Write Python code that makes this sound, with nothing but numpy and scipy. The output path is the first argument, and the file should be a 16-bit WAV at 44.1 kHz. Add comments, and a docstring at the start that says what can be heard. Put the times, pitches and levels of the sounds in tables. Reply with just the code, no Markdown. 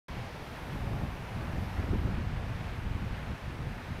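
"""On an open sand beach on a windy day, one microphone stands in the wind by the surf.
From the start the breakers roar steadily, foam fizzes up the sand and backwash hisses as it drains.
Gusts buffet the microphone with a lumpy rumble; a crest spills, and near 1 s an eddy lands a dull thump.
Around 2 s the hardest gust brings a rougher flutter and another thump, as more crests spill over.
Three more thumps come near 3 s, and surf and wind carry on to the end."""
import sys
import numpy as np
from scipy import signal
from scipy.fft import rfft
from scipy.io import wavfile
from scipy.ndimage import uniform_filter1d

SR = 44100
rng = np.random.default_rng(int(sys.argv[2]) if len(sys.argv) > 2 else 0)


def wav_out(sig):
    """Save sig, one row per channel (or a flat mono array), as 16-bit PCM at SR to the path in sys.argv[1]."""
    wavfile.write(sys.argv[1], SR, np.round(np.clip(np.atleast_2d(sig).T, -1, 1) * 32767).astype(np.int16))


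N = 176400

# White water along the shore (time [s], relative level [dB])
WHITEWATER_LEVEL = [(.1, -46), (.3, -46.5), (1.15, -47), (1.6, -46.5), (2.3, -46.5), (2.6, -46),
                    (2.95, -47), (3.3, -46.5), (3.65, -47), (4, -46.5)]
# Its broad rush (frequency [Hz], relative level [dB])
WHITEWATER_SPECTRUM = [(20, -18), (150, 0.5), (340, -9.5), (500, -7), (850, -1), (1170, -3.5), (1550, -2),
                       (2400, -5), (3200, -10.5), (4500, -17), (6000, -22), (7200, -28), (10000, -32),
                       (15700, -45)]
# The nearest breaker, collapsing and running out (time [s], relative level [dB])
BREAKER_LEVEL = [(.1, -45.5), (.55, -45), (.95, -43), (1.45, -43), (2.05, -46), (2.4, -45), (2.9, -48),
                 (3.3, -46), (3.6, -50), (4, -47.5)]
# Its deep body (frequency [Hz], relative level [dB])
BREAKER_SPECTRUM = [(20, -21), (100, 2.5), (220, 2), (340, -2.5), (500, 1.5), (850, 1.5), (1200, -4.5),
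                    (1700, -9.5), (3000, -23), (8000, -58)]
# Crests spilling over (peak time [s], level [dB], half length [s])
CREST_SPILLS = [(0.732, -50.5, 0.029), (1.787, -50.5, 0.075), (2.17, -50, .04), (2.67, -52, .07),
                (3.18, -52.5, .065), (3.846, -53.5, 0.082)]
# Their splash (frequency [Hz], relative level [dB])
CREST_SPECTRUM = [(200, -17), (700, -6), (1200, 5.5), (2100, 3), (3200, -6), (6000, -25.5), (8000, -24),
                  (15700, -50)]
# Foam running up the sand (time [s], relative level [dB])
FOAM_LEVEL = [(.1, -71), (.25, -70.5), (.65, -66.5), (1.16, -69), (1.7, -67.5), (1.95, -70.5), (2.35, -73),
              (2.6, -70), (2.9, -71.5), (3.5, -71.5), (4, -70.7)]
# Its fizz (frequency [Hz], relative level [dB])
FOAM_SPECTRUM = [(2000, -10), (5000, -2.5), (7500, -4.5), (9000, -1.5), (10000, -1.5), (11800, 0),
                 (13500, -1.5), (15700, -8.5)]
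# Backwash over coarse sand (time [s], level [dB])
BACKWASH_LEVEL = [(.1, -62), (.28, -61.5), (.55, -65), (1.2, -69.5), (1.72, -64), (1.95, -69), (4, -80)]
# Hiss of the draining sand (frequency [Hz], relative level [dB])
BACKWASH_SPECTRUM = [(1500, -25), (3200, 0.5), (4200, 0.5), (6000, -4.5), (7500, -19.5), (15700, -42)]
# Gusts on the microphone (time [s], relative level [dB])
GUST_LEVEL = [(.1, -43), (.2, -35.5), (.29, -45.5), (.66, -45.5), (.75, -36.5), (.92, -32.5), (1.3, -43),
              (1.36, -36), (1.5, -36.5), (1.59, -31.5), (1.72, -40), (1.79, -29.5), (1.85, -36), (1.9, -30),
              (2.4, -34.5), (2.79, -38.5), (2.88, -32.5), (3.1, -35.5), (3.24, -41), (3.32, -33.5),
              (3.4, -56), (3.45, -34.5), (3.57, -43.5), (3.63, -33), (3.85, -46.5), (3.92, -35), (4, -41)]
# Their rumble (frequency [Hz], relative level [dB])
GUST_SPECTRUM = [(8, -40), (20, -4), (40, -1.5), (85, 1), (120, -1.5), (170, -6), (230, -11.5),
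                 (320, -20.5), (600, -37), (2000, -88)]
# Small eddies at the microphone (time [s], level [dB])
FLUTTER_LEVEL = [(.1, -52), (.55, -52.5), (.7, -42.5), (.8, -50), (1.02, -41.5), (1.18, -56), (1.32, -53),
                 (1.45, -45), (1.74, -56.5), (1.79, -41.5), (1.83, -48), (1.94, -35), (1.99, -47),
                 (2.07, -38.5), (2.2, -57), (2.37, -53.5), (2.6, -55.5), (3.03, -48.5), (3.2, -57),
                 (3.29, -48), (3.39, -67), (3.52, -46), (4, -53.5)]
# Their flutter (frequency [Hz], relative level [dB])
FLUTTER_SPECTRUM = [(40, -22), (130, 1), (230, -3.5), (330, -4), (500, -9.5), (800, -20), (1500, -21),
                    (4000, -60)]
# Single eddies hitting the microphone (time [s], peak level [dB], width [s])
EDDY_HITS = [(1.037, -25.5, 0.00083), (1.947, -28, 0.0007), (2.968, -28, .0007), (3.112, -25, 0.003),
             (3.295, -30, 0.0013)]

TIME = np.arange(N) / SR
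BIN_HZ = np.fft.rfftfreq(N, 1 / SR)


def amp(db):
    """Decibels to gain."""
    return 10 ** (np.asarray(db) / 20)


def unit(x):
    """Scales to an rms of 1."""
    return x / np.sqrt(np.mean(x ** 2) + 1e-20)


def level(curve):
    """Gain at every sample from (time [s], level [dB]) points."""
    return amp(np.interp(TIME, *np.transpose(curve)))


def colour(x, spectrum):
    """Shapes x by (frequency [Hz], level [dB]) points, at rms 1."""
    hz, db = np.transpose(spectrum)
    gain = amp(np.interp(np.log(BIN_HZ + 1), np.log(hz + 1), db))
    return unit(np.fft.irfft(rfft(x) * gain, N))


def wander(rate_hz):
    """Slow random motion of rms 1, up to about the given rate."""
    band = BIN_HZ / (BIN_HZ + rate_hz / 10) / np.sqrt(1 + (BIN_HZ / rate_hz) ** 6)
    return unit(np.fft.irfft(rfft(rng.standard_normal(N)) * band, N))


def patchy(depth_db, frames, bins):
    """White noise whose level drifts in patches of time and frequency."""
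    spectra = signal.stft(rng.standard_normal(N), nperseg=1024, noverlap=768)[2]
    drift = uniform_filter1d(rng.standard_normal(spectra.shape), frames, axis=1)
    patches = unit(uniform_filter1d(drift, bins, axis=0))
    return signal.istft(spectra * amp(depth_db * patches), nperseg=1024, noverlap=768)[1][:N]


def turbulence(spectrum, depth_db, rate_hz):
    """Wind pressure at rms 1: noise with its slow swings evened out, then shaken into lumps."""
    pressure = colour(rng.standard_normal(N), spectrum)
    steady = pressure / np.sqrt(uniform_filter1d(pressure ** 2, 3000) + 1e-6)
    return unit(steady * amp(depth_db * wander(rate_hz)))


def whitewater(gain_db=-1.5, swell_db=-0.06):
    """Broken water all along the beach makes a bright, steady rush."""
    rush = colour(patchy(depth_db=0.5, frames=18, bins=12), WHITEWATER_SPECTRUM)
    unevenness_db = swell_db * wander(rate_hz=5.3)  # from one stretch of the wave front to the next
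    return rush * level(WHITEWATER_LEVEL) * amp(gain_db + unevenness_db)


def breakers(gain_db=-3):
    """The wave nearest the microphone collapses with a deep, churning roar."""
    churn = patchy(depth_db=1.0, frames=18, bins=10)
    return colour(churn, BREAKER_SPECTRUM) * level(BREAKER_LEVEL) * amp(gain_db)


def crests():
    """Each spilling crest adds a short swell of splashing."""
    swell = sum(amp(db) * np.exp(-.5 * ((TIME - at) / half) ** 2) for at, db, half in CREST_SPILLS)
    splash = patchy(depth_db=3.0, frames=10, bins=12)
    return colour(splash, CREST_SPECTRUM) * swell


def foam(bubbles_per_s=3700, spread_db=2.8, bubble_share=.2, gain_db=2):
    """Thousands of tiny bubbles burst over a smooth hiss as the swash spreads up the sand."""
    strengths = amp(spread_db * np.minimum(rng.exponential(1, N), 5))
    signs = rng.choice([-1, 1], N)
    bursts = rng.random(N) < bubbles_per_s / SR
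    pops = unit(strengths * signs * bursts)
    hiss = unit(patchy(depth_db=1.2, frames=14, bins=40))
    fizz = np.sqrt(bubble_share) * pops + np.sqrt(1 - bubble_share) * hiss
    return colour(fizz, FOAM_SPECTRUM) * level(FOAM_LEVEL) * amp(gain_db)


def backwash():
    """Water drains back through the sand with a thin hiss."""
    hiss = patchy(depth_db=1.5, frames=8, bins=14)
    return colour(hiss, BACKWASH_SPECTRUM) * level(BACKWASH_LEVEL)


def wind_rumble(gain_db=-0.3):
    """Large eddies press right on the microphone in lumps, following the gusts."""
    return turbulence(GUST_SPECTRUM, depth_db=1.48, rate_hz=37) * level(GUST_LEVEL) * amp(gain_db)


def wind_flutter():
    """Small eddies cross the microphone in quick bursts, higher in pitch than the rumble."""
    return turbulence(FLUTTER_SPECTRUM, depth_db=3, rate_hz=29) * level(FLUTTER_LEVEL)


def wind_thumps():
    """Each eddy core passing the microphone is a brief suction between two weak pushes."""
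    pressure = np.zeros(N)
    for at, db, width in EDDY_HITS:
        offset_sq = ((TIME - at) / width) ** 2
        suction = (1 - offset_sq / 2) / (1 + offset_sq / 2) ** 2
        pressure -= amp(db) * suction * np.exp(-offset_sq / 20)
    return pressure


def scene():
    """Sea and wind at one microphone on the beach."""
    sea = breakers() + whitewater() + crests() + foam() + backwash()
    return (sea + wind_rumble() + wind_flutter() + wind_thumps())[None]


def record(dry, start_s=0.082, fade_s=0.0021, cutoff_hz=15680):
    """The sound opens abruptly after a moment of silence, with the highest treble cut off."""
    opened = dry * np.clip((TIME - start_s) / fade_s, 0, 1)
    lowpass = signal.firwin(1023, cutoff_hz, window=("kaiser", 9), fs=SR)
    return signal.oaconvolve(opened, lowpass[None], "same")


dry = scene()
out = record(dry)
wav_out(out)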